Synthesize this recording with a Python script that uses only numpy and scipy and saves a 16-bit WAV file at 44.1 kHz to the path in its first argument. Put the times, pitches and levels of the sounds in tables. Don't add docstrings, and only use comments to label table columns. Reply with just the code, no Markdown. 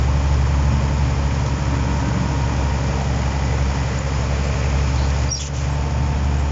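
import sys
import numpy as np
from scipy.fft import rfft, irfft, next_fast_len
from scipy.io import wavfile
from scipy.ndimage import uniform_filter1d, minimum_filter1d, map_coordinates

SR = 44100
rng = np.random.default_rng(int(sys.argv[2]) if len(sys.argv) > 2 else 0)


def wav_record(signal):
    frames = np.transpose(np.atleast_2d(signal))
    bounded = np.clip(frames, -1, 1)
    quanta = np.round(bounded * 32767).astype(np.int16)
    wavfile.write(sys.argv[1], SR, quanta)


N = 287091

CYLINDERS = 6
# time_s, throb_db, boom_db
LOW_DIN_LEVELS = [(0, -23.5, -36), (.75, -21.5, -34.5), (1.2, -23, -34.5), (2.3, -23, -30.5),
                  (3.3, -24.5, -34), (5.1, -24, -38), (5.8, -24, -37), (6.5, -25.5, -33.5)]
# time_s, whine_db, housing_db
GEAR_LEVELS = [(0, -44, -35), (1.1, -44.5, -36), (1.45, -41, -36.5), (2.5, -39, -35.3), (3.1, -45, -39),
               (3.75, -41.5, -38), (4.0, -52, -37.5), (5.1, -57.5, -36.5), (6.5, -57, -40)]


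def amp(db):
    return 10 ** (np.asarray(db) / 20)


def unit(x):
    return x / np.sqrt(np.mean(x ** 2) + 1e-20)


def curves(rows):
    time_s, *columns = np.transpose(rows)
    return [np.interp(np.arange(N) / SR, time_s, column) for column in columns]


def wobble(rate_hz):
    knots = rng.standard_normal(int(N * rate_hz / SR) + 4)
    steps = np.linspace(0, N * rate_hz / SR, N // 32)
    curve = map_coordinates(knots, [steps], mode="mirror")
    return np.interp(np.arange(N) * rate_hz / SR, steps, curve)


def filtered(x, response):
    size = next_fast_len(N + SR // 2)
    return irfft(rfft(x, size) * response(np.fft.rfftfreq(size, 1 / SR)), size)[:N]


def coloured(x, colour):
    hz, db = np.transpose(colour)
    response = lambda f: amp(np.interp(np.log(f + 1), np.log(hz), db, left=-60, right=-80))
    return unit(filtered(x, response))


def partial(firings, multiple, waver_db, drift_rad):
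    phase = 2 * np.pi * (multiple * firings + rng.random()) + drift_rad * wobble(9)
    return unit(amp(waver_db * wobble(12)) * np.sin(phase))


def blows(firings, decay_firings, uneven_db, scatter_db):
    index = firings.astype(int)
    cylinder_db = uneven_db * unit(rng.standard_normal(CYLINDERS))[index % CYLINDERS]
    strength_db = cylinder_db + scatter_db * rng.standard_normal(1024)[index]
    return unit(amp(strength_db) * np.exp(-(firings % 1) / decay_firings))


def pulsed_noise(firings, envelope, pulsed, repeat):
    pattern = rng.standard_normal(4096)
    cycle = map_coordinates(pattern, [firings / CYLINDERS % 1 * len(pattern)], mode="grid-wrap")
    noise = np.sqrt(repeat) * unit(cycle) + np.sqrt(1 - repeat) * rng.standard_normal(N)
    return noise * np.sqrt(1 - pulsed + pulsed * envelope ** 2)


def band(centre_hz, width_hz):
    response = lambda hz: 1 / (1 + ((hz - centre_hz) / (.7 * width_hz)) ** 4)
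    return unit(filtered(rng.standard_normal(N), response))


def swell(start_s, length_s):
    return np.sin(np.pi * np.clip((np.arange(N) / SR - start_s) / length_s, 0, 1))


def stroke(t, length_s, ramp_s, fade_db):
    ramps = np.clip(np.minimum(t, length_s - t) / ramp_s, 0, 1)
    return ramps * amp(-fade_db * np.clip(t / length_s, 0, 1))


def hits(rows, colour, t60_s):
    t = np.arange(N) / SR
    envelope = sum((t >= start_s) * amp(db - 60 * np.abs(t - start_s) / t60_s) for start_s, db in rows)
    return envelope * coloured(rng.standard_normal(N), colour)


def exhaust(firings):
    # time_s, level_db
    tone_levels = [(0, -18), (.95, -19.5), (1.12, -21), (2.4, -25.5), (2.7, -21), (2.85, -23.5),
                   (3.6, -20.5), (4, -24), (5.1, -19.5), (5.9, -23), (6.45, -18.5)]
    # time_s, boost_db
    third_boosts = [(0, -4), (.38, -13), (.72, 6), (1.1, 0.5), (2.5, 1), (5.2, -0.5), (5.6, -7), (5.85, 2),
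                    (6.5, 2)]
    # order, gain_db
    exhaust_orders = [(7, -17.5), (8, -19), (9, -10.5), (10, -8.5), (11, -14), (12, -3.5), (13, -16.5),
                      (15, -23), (18, -15), (20, -28.5), (21, -30), (22, -28.5), (24, -20), (26, -27.5),
                      (27, -27.5)]
    # firing_multiple, gain_db
    fan_partials = [(1.708, -7.8), (3.417, -25.5), (3.91, -16.5), (5.125, -27.5), (7.82, -23.5)]
    # freq_hz, gain_db
    rumble_colour = [(15, -18), (25, -9), (32, -18.5), (45, -8), (57, 2.5), (80, -2), (100, -6.5),
                     (125, -7), (155, -6), (200, -16), (300, -43.5)]
    tone_db, = curves(tone_levels)
    third_db, = curves(third_boosts)
    throb_db, _ = curves(LOW_DIN_LEVELS)
    tone = amp(tone_db) * partial(firings, 1, waver_db=.76, drift_rad=.07)
    orders = np.zeros(N)
    for order, db in exhaust_orders:
        gain = amp(db + third_db * (order == 3 * CYLINDERS))
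        orders += gain * partial(firings, order / CYLINDERS, waver_db=1, drift_rad=.08)
    fan = sum(amp(db) * partial(firings, multiple, waver_db=.8, drift_rad=.1)
              for multiple, db in fan_partials)
    rumble = amp(-8.2) * coloured(rng.standard_normal(N), rumble_colour)
    return tone + amp(throb_db) * (orders + fan + rumble)


def clatter(firings, effort_db):
    # freq_hz, gain_db
    boom_colour = [(110, -12), (160, -2.5), (190, 3), (225, -6.5), (255, -5), (305, -3.5), (360, -14),
                   (500, -28.5)]
    # freq_hz, gain_db
    panel_colour = [(260, -23), (370, -8), (450, 2), (495, -1), (540, 1), (600, -0.5), (720, -3.5),
                    (820, -4.5), (1000, -15.5), (1500, -32.5)]
    # freq_hz, gain_db
    housing_colour = [(650, -26.5), (810, -2.5), (870, 0.5), (950, -1), (1010, -3), (1110, -4.5),
                      (1300, -14), (1800, -35.5)]
    # freq_hz, gain_db
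    block_colour = [(800, -15), (1150, 1), (1320, -.5), (1420, 0), (1550, -0.5), (1750, 0), (1970, -1),
                    (2150, -3), (2380, -1), (2550, -3), (2720, -5), (3300, -7), (3800, -21), (5000, -31.5)]
    _, boom_db = curves(LOW_DIN_LEVELS)
    _, housing_db = curves(GEAR_LEVELS)
    panel_db = -34 + 1.2 * effort_db
    block_db = -35.5 + .89 * effort_db
    thuds = blows(firings, decay_firings=1, uneven_db=-.5, scatter_db=1.5)
    raps = blows(firings, decay_firings=1, uneven_db=.5, scatter_db=3)
    boom = coloured(pulsed_noise(firings, thuds, pulsed=.57, repeat=.2), boom_colour)
    panels = coloured(pulsed_noise(firings, thuds, pulsed=.3, repeat=.25), panel_colour)
    housing = coloured(pulsed_noise(firings, thuds, pulsed=.66, repeat=.75), housing_colour)
    block = coloured(pulsed_noise(firings, raps, pulsed=.14, repeat=.44), block_colour)
    return (amp(boom_db) * boom + amp(housing_db) * housing
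            + amp(panel_db) * panels + amp(block_db) * block)


def gears(firings):
    # firing_multiple, gain_db
    mesh_partials = [(13.67, 0), (15.5, -13), (22.27, -14), (27.35, -14), (29, -15)]
    whine_db, _ = curves(GEAR_LEVELS)
    meshes = sum(amp(db) * partial(firings, multiple, waver_db=2.2, drift_rad=.32)
                 for multiple, db in mesh_partials)
    flutter = unit(1 + .45 * wobble(110))
    return amp(whine_db) * flutter * meshes


def squeaks():
    # start_s, length_s, start_hz, end_hz, level_db, width_hz, noise_share
    rubs = [(3.975, 0.05, 7000, 6850, -34, 160, .6), (4.435, .055, 7560, 7540, -42, 200, .8),
            (4.975, 0.105, 4050, 4500, -38.5, 700, 0.95), (5.286, .036, 4790, 4730, -25.5, 250, 0.3),
            (5.303, 0.058, 5650, 5610, -12, 180, .12), (5.34, 0.06, 4850, 4870, -24.5, 220, .35),
            (5.348, 0.054, 5520, 5510, -22, 180, .25), (5.364, 0.03, 4250, 4000, -30, 454, .9),
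            (5.39, 0.046, 3430, 3400, -25.5, 350, 0.35), (5.402, 0.02, 7200, 7250, -19, 150, 0.2),
            (5.7, 0.06, 7580, 7600, -41, 250, 0.9), (6.37, .06, 7540, 7540, -43, 200, .8)]
    slip_hz, slip_scatter, slip_depth = 88, .12, .58
    rasp_width_hz, rasp_db = 750, -14
    out = np.zeros(N)
    for start_s, length_s, start_hz, end_hz, db, width_hz, noise_share in rubs:
        t = np.arange(int(length_s * SR)) / SR
        phase = 2 * np.pi * np.cumsum(np.linspace(start_hz, end_hz, len(t))) / SR
        jitter = lambda hz: map_coordinates(rng.standard_normal(256), [t * hz], mode="mirror")
        smear = lambda hz: unit(jitter(hz) * np.sin(phase) + jitter(hz) * np.cos(phase))
        slips = np.cumsum(slip_hz * (1 + slip_scatter * jitter(slip_hz))) / SR
        judder = 1 - slip_depth * np.cos(2 * np.pi * slips)
        tone = np.sqrt(1 - noise_share) * np.sin(phase) + np.sqrt(noise_share) * smear(width_hz)
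        rasp = amp(rasp_db) * smear(rasp_width_hz)
        envelope = amp(db) * stroke(t, length_s, ramp_s=.015, fade_db=5)
        out[round(start_s * SR):][:len(t)] += envelope * unit(judder * tone + rasp)
    return out


def scrapes():
    # start_s, length_s, level_db
    rubs = [(5.345, 0.061, -27.5), (5.387, 0.11, -21.5), (5.528, 0.14, -33)]
    # freq_hz, gain_db
    scrape_colour = [(1200, -14), (2100, -9), (2900, 0.5), (4200, -9), (5600, 2.5), (6700, 4), (7500, -3.5)]
    t = np.arange(N) / SR
    envelope = sum(amp(db) * stroke(t - start_s, length_s, ramp_s=.021, fade_db=8.5)
                   for start_s, length_s, db in rubs)
    grain = rng.standard_normal(N) * amp(1.4 * wobble(400))
    return envelope * coloured(grain, scrape_colour)


def buzzes(firings, firing_hz):
    # order, resonance_hz, level_db
    loose_panels = [(16, 184, -38.5), (39, 463, -46), (40, 461, -43), (47, 538, -44.5), (69, 822, -47),
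                    (75, 895, -46), (78, 904, -44)]
    panel_q = 110
    out = np.zeros(N)
    for order, resonance_hz, db in loose_panels:
        multiple = order / CYLINDERS
        detuning = 2 * panel_q * (multiple * firing_hz / resonance_hz - 1)
        gain = amp(db) / np.sqrt(1 + detuning ** 2)
        out += gain * partial(firings, multiple, waver_db=4, drift_rad=1.1)
    return out


def ringing(firings):
    # start_s, length_s, order, level_db
    spells = [(0.096, 0.52, 24, -39), (.45, .95, 75, -44.5), (1.347, 1.3, 24, -36.5), (1.3, 0.89, 112, -49),
              (1.6, .8, 134, -49), (1.6, 1.5, 126, -47), (1.8, 1.5, 164, -49.5), (1.8, 0.62, 16, -32),
              (2.703, 1.8, 115, -48), (2.597, 1.3, 75, -46), (2.902, 1.3, 175, -51), (5.5, 1.2, 60, -42.5),
              (5.6, 1.3, 75, -45.5)]
    out = np.zeros(N)
    for start_s, length_s, order, db in spells:
        tone = partial(firings, order / CYLINDERS, waver_db=2.5, drift_rad=.5)
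        out += amp(db) * swell(start_s, length_s) * tone
    return out


def rattles(firings):
    # start_s, length_s, resonance_hz, width_hz, level_db
    spells = [(-.6, 2.1, 905, 120, -41.5), (-.5, 1.2, 400, 120, -40.5), (1.2, 1.63, 265, 90, -36.5),
              (2.3, 1.85, 815, 169, -38), (3.9, 0.92, 450, 71.3, -41), (4.0, 0.75, 643, 129, -41),
              (2.6, 1.9, 1960, 180, -45), (4.202, 0.82, 2270, 705, -41), (5.3, 1.4, 704, 90, -43),
              (5.5, 1.6, 876, 90, -43), (5.5, 1.4, 450, 80, -44)]
    shaking = blows(firings, decay_firings=.7, uneven_db=2, scatter_db=2)
    return shaking * sum(amp(db) * swell(start_s, length_s) * band(resonance_hz, width_hz)
                         for start_s, length_s, resonance_hz, width_hz, db in spells)


def knocks():
    # start_s, level_db
    strikes = [(2.909, -27), (2.938, -28), (2.984, -31), (3.009, -26), (3.259, -25), (3.329, -34),
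               (3.884, -28), (4.167, -28)]
    # freq_hz, gain_db
    knock_colour = [(300, -19), (500, 8.5), (1000, 2), (1500, -5), (3000, -11), (4500, -29)]
    return hits(strikes, knock_colour, t60_s=.053)


def ticks():
    # start_s, level_db
    strikes = [(.275, -37), (1.345, -34), (1.463, -31), (1.476, -35)]
    # freq_hz, gain_db
    tick_colour = [(2000, -16), (3800, 0), (5000, 0), (7200, 0)]
    return hits(strikes, tick_colour, t60_s=.03)


def hiss(firings, effort_db):
    # freq_hz, gain_db
    hiss_colour = [(2120, -29), (3600, -4.5), (3990, -5.5), (5310, 0.5), (6100, -3.5), (6780, 0.5),
                   (7210, -3.5), (7530, -15.5), (9790, -45)]
    flutter = blows(firings, decay_firings=.9, uneven_db=2, scatter_db=2)
    noise = pulsed_noise(firings, flutter, pulsed=.24, repeat=.042)
    return amp(-40 + 1.4 * effort_db) * coloured(noise, hiss_colour)


def gain_control(x):
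    sense_hz, threshold_db, knee_db = 3500, -33.5, 10
    max_duck_db, hold_s, recover_db_per_s = 8, .045, 34
    treble = filtered(x, lambda hz: 1 / np.sqrt(1 + (sense_hz / (hz + 1)) ** 16))
    treble_db = 10 * np.log10(np.abs(uniform_filter1d(treble ** 2, size=512)) + 1e-12)
    duck_db = max_duck_db * np.tanh(np.maximum(treble_db - threshold_db, 0) / knee_db)
    hold_samples = int(hold_s * SR)
    held_db = -minimum_filter1d(-duck_db, size=hold_samples, origin=(hold_samples - 1) // 2)
    recovery_db = recover_db_per_s * np.arange(N) / SR
    cut_db = np.maximum.accumulate(held_db + recovery_db) - recovery_db
    return x * amp(-uniform_filter1d(cut_db, size=1024))


def scene():
    # time_s, firing_hz
    speeds = [(0, 70.45), (.7, 70.4), (1.2, 70.1), (1.7, 69.6), (2.3, 68.85), (3, 68.8), (3.4, 68.55),
              (4, 68.85), (4.5, 69.1), (5, 69.6), (5.4, 70.55), (5.9, 71.6), (6.5, 71.7)]
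    # time_s, effort_db
    efforts = [(0, -1), (1.6, -.5), (3.2, 0), (4.6, 0.75), (5.2, 0.7), (5.8, -2), (6.5, -2.5)]
    firing_hz, = curves(speeds)
    effort_db, = curves(efforts)
    governor_hunt = 1 + .000969 * wobble(7)
    firings = np.cumsum(firing_hz * governor_hunt) / SR
    engine = (exhaust(firings) + clatter(firings, effort_db) + gears(firings)
              + buzzes(firings, firing_hz) + ringing(firings) + hiss(firings, effort_db))
    cab = rattles(firings) + knocks() + ticks()
    return (engine + cab + squeaks() + scrapes())[None]


def record(dry):
    cutoff_hz = 7460
    return filtered(gain_control(dry[0]), lambda hz: 1 / np.sqrt(1 + (hz / cutoff_hz) ** 120))[None]


dry = scene()
out = record(dry)
wav_record(out)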